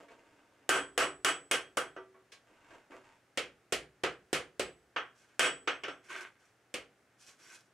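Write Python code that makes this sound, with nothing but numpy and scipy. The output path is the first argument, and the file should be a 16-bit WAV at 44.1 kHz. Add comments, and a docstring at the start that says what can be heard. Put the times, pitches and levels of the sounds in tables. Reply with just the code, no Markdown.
"""A smith hammers a hot steel bar on a well-damped anvil in a small workshop, close to two microphones.
Over faint air noise and a hum, feet shuffle and small contacts knock: grains of noise, and ticks with dying modes.
Then runs of blows: each is a sharp noise crack, a short ring of anvil and hammer, and the clatter of the room.
Between the first two runs the bar twangs, shifts and knocks; in and after the last run come faint swishes, as of
a sleeve, then the dragged bar, in rasp and hiss made of tiny slips. A fast limiter flattens the hard blows."""
import sys
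import numpy as np
from scipy import signal
from scipy.fft import rfft, irfft, next_fast_len
from scipy.io import wavfile
from scipy.ndimage import uniform_filter1d

SR = 44100
rng = np.random.default_rng(int(sys.argv[2]) if len(sys.argv) > 2 else 0)


def waveform_to_disk(signal):
    """Save audio, clipped to [-1, 1], as 16-bit WAV at the path in sys.argv[1]."""
    frames = np.transpose(np.atleast_2d(signal))
    scaled = np.clip(frames, -1, 1) * 32767
    samples = np.round(scaled).astype(np.int16)
    wavfile.write(sys.argv[1], SR, samples)


N = 340893

# modes of the anvil and its stand: (frequency [Hz], level [dB], t60 [s])
ANVIL_MODES = [(150, -23, .4), (281, -14, .42), (307, -15, .35), (381, -12, .38), (499, -7, .27),
               (598, -11, .28), (661, -10, .3), (1120, -11, .23), (1232, -8, .22), (1372, -10, .25),
               (1476, -10, .21), (1541, -6, .19), (1556, -2, .24), (2521, -5, .22), (2865, -9, .22),
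               (2933, -8, .24), (2984, -7, .23), (3242, -6, .28), (3472, -15, .27), (4764, -19, .19),
               (5569, -14, .22), (6245, -17, .25), (9303, -14, .2), (10960, -27, .21)]
# modes of the tongs and the bar they grip: (frequency [Hz], level [dB], t60 [s])
TONGS_MODES = [(1710, 7.5, 0.11), (2514, 2.5, 0.13), (3430, -3.5, .1), (5650, -5.5, 0.077),
               (5620, 8, 0.024), (6030, -0.5, 0.07), (6540, -9.5, 0.11), (6930, -6, 0.073),
               (7300, -8, 0.12)]


def amp(db):
    """Decibels to gain."""
    return 10 ** (np.asarray(db) / 20)


def unit(x):
    """Scales to rms 1."""
    return x / np.sqrt(np.mean(x ** 2) + 1e-20)


def read(points, hz):
    """Joins (Hz, value) points on a log-frequency axis."""
    f, value = np.transpose(points)
    return np.interp(np.log(hz + 1), np.log(f + 1), value)


def add(mix, s, sound):
    """Adds a stereo sound to the mix at time s."""
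    part = mix[:, max(round(s * SR), 0):][:, :sound.shape[1]]
    part += sound[:, :part.shape[1]]


def colour(x, *spectra, size=4096):
    """Causal minimum-phase filter whose gain is the sum of the given dB spectra."""
    hz = abs(np.fft.fftfreq(size, 1 / SR))
    gain_db = sum(read(points, hz) for points in spectra)
    log_gain = np.log(amp(gain_db))
    response = np.exp(np.conj(signal.hilbert(log_gain)))
    taps = np.fft.ifft(response).real[:size // 2]
    return signal.oaconvolve(x, taps[None], axes=1)[:, :x.shape[1]]


def noise(size):
    """White noise as two close microphones hear it: alike in the bass, less so in most of the treble."""
    # likeness of the two microphones: (frequency [Hz], coherence [0-1])
    coherence = [(100, .975), (400, .95), (1000, .86), (2500, .76), (5000, .56), (9000, .7), (13000, .85)]
    padded = next_fast_len(size)
    mid, side = rfft(rng.standard_normal((2, padded)))
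    same = np.clip(read(coherence, np.fft.rfftfreq(padded, 1 / SR)), 0, 1)
    mid = mid * np.sqrt((1 + same) / 2)
    side = side * np.sqrt((1 - same) / 2)
    return irfft(np.array([mid + side, mid - side]), padded)[:, :size]


def echoes(under_db=-41, under_t60=0.17, rise_s=0.0027, size=32768):
    """Dense reflections: noise decaying by band, plus a much fainter, duller layer that dies sooner in most."""
    # decay of the workshop: (frequency [Hz], t60 [s])
    room_t60 = [(60, 0.75), (150, 0.37), (400, 0.28), (1500, 0.26), (3000, 0.23), (6000, 0.2), (10000, 0.2),
                (15000, 0.12)]
    hz, t, z = signal.stft(noise(size), SR, nperseg=256)
    main = amp(-60 * t / read(room_t60, hz)[:, None])
    under = amp(under_db - 60 * t / under_t60) / np.hypot(1, hz / 2000)[:, None]
    reflections = signal.istft(z * (main + under), SR, nperseg=256)[1][:, :size]
    return reflections * (1 - np.exp(-np.arange(size) / SR / rise_s))


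def ring(modes, t, rise, waver):
    """Dying modes that build up in the room; the spot struck and the moving hammer vary each one."""
    out = np.zeros((2, len(t)))
    for hz, db, t60 in modes:
        phase, offset, beat, turn, spot = rng.random(5)
        beat_hz = 6 + 14 * beat
        swell = 1 + waver * np.sin(2 * np.pi * (beat_hz * t + turn))
        level = amp(db + 6 * (spot - .5) - 60 * t / t60) * swell
        # the phase differs between the microphones, more so at high pitches
        spread = np.array([[-1], [1]]) * (offset - .5) * min(hz / 3000, 1.5)
        out += level * np.sin(2 * np.pi * (hz * t + phase) + spread)
    return out * (1 - np.exp(-t / rise))


def rub(spectrum, grain_db, wet, modes=(), ringing=0, slips_per_s=900):
    """Friction: a stream of tiny slips of uneven size that ring what is rubbed and are blurred by the room."""
    slips = rng.standard_normal(N) * (rng.random(N) < slips_per_s / SR)
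    slips *= amp(grain_db * np.minimum(rng.exponential(1, N), 4))
    walls = echoes()
    t = np.arange(walls.shape[1]) / SR
    metal = ring(modes, t, rise=0.0054, waver=0)
    response = wet * unit(walls) + ringing * unit(metal)
    sounding = signal.oaconvolve(unit(slips)[None], response, axes=1)[:, :N] / np.sqrt(walls.shape[1])
    return unit(colour(unit(slips) + sounding, spectrum))


def strokes(rows, attack_s, release_db_per_s):
    """Levels of the low and high layer of a rubbing: each stroke sets in, swells or eases, then dies away."""
    levels = np.zeros((2, N))
    for start, length, low_db, high_db, swell_db in rows:
        t = np.arange(N) / SR - start
        swelling_db = swell_db * (np.clip(t / length, 0, 1) - .5)
        release_db = release_db_per_s * np.maximum(t - length, 0)
        stroke = np.clip(t / attack_s, 0, 1) ** 2 * amp(swelling_db - release_db)
        levels = np.hypot(levels, amp([[low_db], [high_db]]) * stroke)
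    return levels


def workshop(hum_hz=120, hum_db=-81, air_db=-70.5):
    """Steady air noise, coloured by the quiet workshop, and a mains hum as one sine."""
    # the quiet workshop: (frequency [Hz], relative density [dB per Hz])
    air = [(15, -53.5), (25, -31), (122, -8), (156, -12.5), (246, -8.5), (782, -11.5), (848, -13.5),
           (1020, -16), (1410, -12), (1710, -13), (4040, -25.5), (6050, -26), (9550, -30), (15500, -42.5)]
    hum = amp(hum_db) * np.sin(2 * np.pi * hum_hz * np.arange(N) / SR)
    return amp(air_db) * unit(colour(noise(N), air)) + hum


def shuffles():
    """Feet scuff the gritty floor and the bar shifts on the anvil: tiny slips in a low bump and a higher grit."""
    # scuffs of a foot, and two short gritty bursts (2.695 and 2.895 s) as the bar shifts on the anvil:
    # (start [s], length [s], bump level [dB], grit level [dB], swell over the stroke [dB])
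    scuffs = [(-0.02, 0.032, -50, -51, -9.5), (0.095, .04, -61.5, -60, -2), (0.17, 0.65, -71, -71.5, -4.5),
              (2.455, 0.06, -68.5, -69, 4), (2.52, 0.19, -79, -66.5, 5), (2.695, 0.067, -61, -58.5, 1.5),
              (2.895, 0.064, -55.5, -60.5, 1.5), (3.03, 0.16, -81.5, -68, -11)]
    # low and high part of a scuff or shift: (frequency [Hz], relative density [dB per Hz])
    bump_spectrum = [(120, -26), (230, -11.5), (310, 7.5), (390, -2), (500, 0.5), (680, 1), (900, -40)]
    grit_spectrum = [(500, -7.5), (900, 4), (1700, -0.5), (2800, -3), (4000, -14.5), (8000, -15),
                     (14000, -48)]
    bump = rub(bump_spectrum, grain_db=1, wet=1.2)
    grit = rub(grit_spectrum, grain_db=3.5, wet=1.3)
    bump_level, grit_level = strokes(scuffs, attack_s=0.012, release_db_per_s=170)
    return bump * bump_level + grit * grit_level


def clinks(tick_db=4, bright_modes_db=-13.5):
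    """Small contacts of bar, tongs and anvil: a tick of noise starts modes that ring briefly, dull or bright."""
    # dull knocks, a bright clink and a faint tick: (time [s], level [dB], brightness [dB])
    contacts = [(0.082, -58.5, -10), (2.143, -59, -31), (2.3184, -55.5, 5), (2.704, -56, -16),
                (2.917, -50, -26), (7.283, -62, 3)]
    # modes of a contact: (frequency [Hz], level [dB], t60 [s])
    contact_modes = [(1109, -6.5, 0.33), (1599, -6, 0.28), (1960, -17, 0.27), (2260, 1.5, 0.17),
                     (2320, -9, 0.15), (3240, -15, 0.29), (3575, -21, 0.26), (4081, -7, 0.15)]
    # the tick that starts it: (frequency [Hz], relative density [dB per Hz])
    tick_spectrum = [(150, -14), (400, 8.5), (900, 1.5), (2400, 5.5), (6000, -1.5), (9000, -8),
                     (14000, -26)]
    out = np.zeros((2, N))
    for s, db, bright_db in contacts:
        tick = amp(tick_db) * colour(echoes(), tick_spectrum)
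        t = np.arange(tick.shape[1]) / SR
        metal = ring(contact_modes, t, rise=0.0083, waver=0.16)
        metal += amp(bright_modes_db) * ring(TONGS_MODES, t, rise=0.0017, waver=0)
        brightness = [(1500, 0), (4500, bright_db)]
        add(out, s, amp(db) * colour(tick + metal, brightness))
    return out


def booms():
    """The corner by the anvil booms and cancels at a few low pitches: narrow peaks and dips (Hz, dB)."""
    # low peaks and dips of the corner: (centre [Hz], width [Hz], level [dB])
    corner = [(151, 24, 9), (172, 19, -8.5), (220.5, 13, -4), (379.2, 26, 5), (490.6, 40, 4),
              (630, 75, -5.5), (1010, 90, -2.5)]
    hz = np.arange(1200)
    gain_db = sum(db / (1 + (2 * (hz - centre) / width) ** 2) for centre, width, db in corner)
    return np.transpose([hz, gain_db])


def blows(crack_db=23, crack_s=0.0038, room_db=15, anvil_db=2, hammer_db=2, shared=0.37):
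    """Each blow cracks, fills the room and sets anvil and hammer ringing."""
    # hammer blows and taps: flattening the bar on the face, then the hammer is set down; bending it over
    # the edge, where little rings; one hard blow among dull taps on the bare face, and a last light one:
    # (time [s], force [dB], thud [dB], clang [dB], brightness [dB],
    #  anvil ring re force [dB], hammer ring re force [dB])
    blow_rows = [ (0.6915, -19, -4, 5.5, 9.5, -2, -10.5), (0.9775, -24, -3, 4, 7, -4.5, -16),
                 (1.016, -41, 2, 6, 0.5, 4.5, -20.5), (1.2466, -24.5, -7, 2.5, 7.5, -1, -9.5),
                 (1.512, -27, -6, -0.5, 8, -2, -20.5), (1.77, -36.5, 0.5, 7, 9.5, -3.5, -17),
                 (1.963, -60, 10, 11.5, -15.5, -1, -38), (3.3733, -34, -4, -4.5, 0.5, -9.5, -41),
                 (3.7225, -34, -1.5, -3, 8, -11.5, -50), (4.035, -34.5, 0.5, 3, -3, -9.5, -32),
                 (4.3293, -31, -2.5, -1, 6.5, -10.5, -56), (4.5948, -37, 2, -0.5, 5, -12.5, -17),
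                 (4.9611, -36.5, -6.5, 5.5, -31.5, -5.5, -38), (5.3937, -16.5, -8.5, -1, 4, -1, -11.5),
                 (5.6741, -32.5, -6.5, 2, -16, -4.5, -28), (5.835, -41, -5, -1.5, -15, -3, -40),
                 (5.881, -48, 1, 6, -11, -0.5, -21.5), (6.7399, -40.5, -1.5, -3.5, 4.5, -9, -48)]
    # spectrum of a blow: (frequency [Hz], relative density [dB per Hz])
    strike = [(30, -38.5), (65, -16), (100, -23.5), (190, -12.5), (320, 0), (500, 4), (680, 3), (900, -7),
              (1300, 0), (3000, -0.5), (3800, -11.5), (8000, -15.5), (12000, -29.5), (15500, -37)]
    # the direct crack keeps the treble that the walls absorb: (frequency [Hz], gain [dB])
    direct = [(200, 9), (1500, -1), (4000, -1.5), (9000, 7), (14000, -0.5)]
    # high modes of the hammer head: (frequency [Hz], level [dB], t60 [s])
    hammer_modes = [(7450, -8, .2), (7935, 2, .39)]
    out, walls = np.zeros((2, N)), echoes()
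    t = np.arange(walls.shape[1]) / SR
    for s, force_db, thud, clang, fizz, ring_db, zing_db in blow_rows:
        # the walls stay put, but each blow lands on a different spot
        room = np.sqrt(shared) * walls + np.sqrt(1 - shared) * echoes()
        burst = np.exp(-t / crack_s) * (1 - np.exp(-t / 0.0018))
        contact = colour(noise(len(t)) * burst, direct)
        # a blow over the edge also rocks the stand: more deep bass the less the anvil rings
        stand = thud - 3 - 0.69 * ring_db
        weight = [(170, stand), (280, thud), (550, thud), (950, clang), (1500, clang), (2100, 0)]
        # bent over the edge, the bar clacks more the less the anvil rings;
        # a hard contact adds a share of its brightness
        clack = -1.1 - 0.45 * ring_db + 0.18 * fizz
        # blows on the scaly bar are bright; taps on the bare face are mostly ring
        brightness = [(3200, 0), (4070, clack), (6500, .5 * fizz), (10000, fizz)]
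        crack_and_room = amp(crack_db) * contact + amp(room_db) * room
        body = colour(crack_and_room, strike, booms(), weight, brightness)
        # a duller contact also wakes the high modes less
        softened = [(7000, 0), (9000, .7 * fizz)]
        anvil = colour(ring(ANVIL_MODES, t, rise=.003, waver=.45), weight, softened)
        hammer = ring(hammer_modes, t, rise=0.005, waver=0.2)
        ringing = amp(anvil_db + ring_db) * anvil + amp(hammer_db + zing_db) * hammer
        add(out, s, amp(force_db) * (body + ringing))
    return out


def twangs():
    """The bar springs free as it is lifted or shifted, and its loose end hums briefly in bending modes."""
    # twangs of the bar: (time [s], level [dB])
    twang_rows = [(1.964, -42.5), (2.141, -56.5), (2.922, -52)]
    # bending modes of the bar: (frequency [Hz], level [dB], t60 [s])
    bar_modes = [(379, 0, .42), (660, -9, .3), (940, -10, .22), (1180, -4, .28), (1350, -6, .25),
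                 (1950, -9, .25)]
    out, t = np.zeros((2, N)), np.arange(SR) / SR
    for s, db in twang_rows:
        add(out, s, amp(db) * ring(bar_modes, t, rise=0.018, waver=0.3))
    return out


def slides():
    """Faint swishes, then steel dragged over steel: tiny slips in a rasp with anvil modes and a higher hiss."""
    # faint swishes, as of a sleeve, then the bar dragged over the anvil or turned in the tongs:
    # (start [s], length [s], rasp level [dB], hiss level [dB], swell over the stroke [dB])
    drags = [(5.13, 0.12, -72, -72, 0), (5.26, 0.1, -73, -77, -4), (6.01, 0.13, -62, -70, 8),
             (6.075, .16, -43.5, -58, -3.5), (6.37, 0.14, -75.5, -75, -4), (7.17, 0.12, -70, -60.5, 6),
             (7.365, 0.19, -62.5, -60.5, 8)]
    # low and high part of a stroke: (frequency [Hz], relative density [dB per Hz])
    rasp_spectrum = [(88, -73.5), (150, -42), (323, -11), (373, -9.5), (640, -13.5), (1440, -5.5),
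                     (1590, 0.5), (1780, -7), (2240, -4), (4500, -24), (5850, -60.5), (9900, -120)]
    hiss_spectrum = [(1760, -20), (3000, -8.5), (3230, -7), (3650, -14.5), (3950, -8), (7810, -6.5),
                     (12100, -20.5), (15000, -39.5)]
    rasp = rub(rasp_spectrum, grain_db=3.5, wet=1.3, modes=ANVIL_MODES, ringing=.15)
    hiss = rub(hiss_spectrum, grain_db=3, wet=1.3, modes=TONGS_MODES, ringing=1.1)
    rasp_level, hiss_level = strokes(drags, attack_s=0.036, release_db_per_s=240)
    return rasp * rasp_level + hiss * hiss_level


def scene():
    """The smith's sounds slightly to the right, in the centred air and hum of the workshop."""
    smith = shuffles() + clinks() + blows() + twangs() + slides()
    pan = amp([[-.5], [.5]])
    return workshop() + smith * pan


def record(dry, limit_db=-24.5, ratio=14, release_db_per_s=260, attack_s=0.0009, edge_hz=15800):
    """A fast limiter holds hard blows level until they die down; the peaks round off; then the band limit."""
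    r = np.exp(-1 / (attack_s * SR))
    power = signal.lfilter([1 - r], [1, -r], (dry ** 2).mean(0))
    power_db = 10 * np.log10(power + 1e-14)
    # the detector follows each rise and falls no faster than a steady rate
    fall = np.arange(N) * release_db_per_s / SR
    peak_db = np.maximum.accumulate(power_db + fall) - fall
    over_db = np.maximum(peak_db - limit_db, 0)
    held = dry * amp(-(1 - 1 / ratio) * uniform_filter1d(over_db, 40))
    rounded = .25 * np.tanh(held / .25)
    low_pass = signal.firwin(511, edge_hz, window=("kaiser", 9), fs=SR)
    return signal.oaconvolve(rounded, low_pass[None], "same")


dry = scene()
out = record(dry)
waveform_to_disk(out)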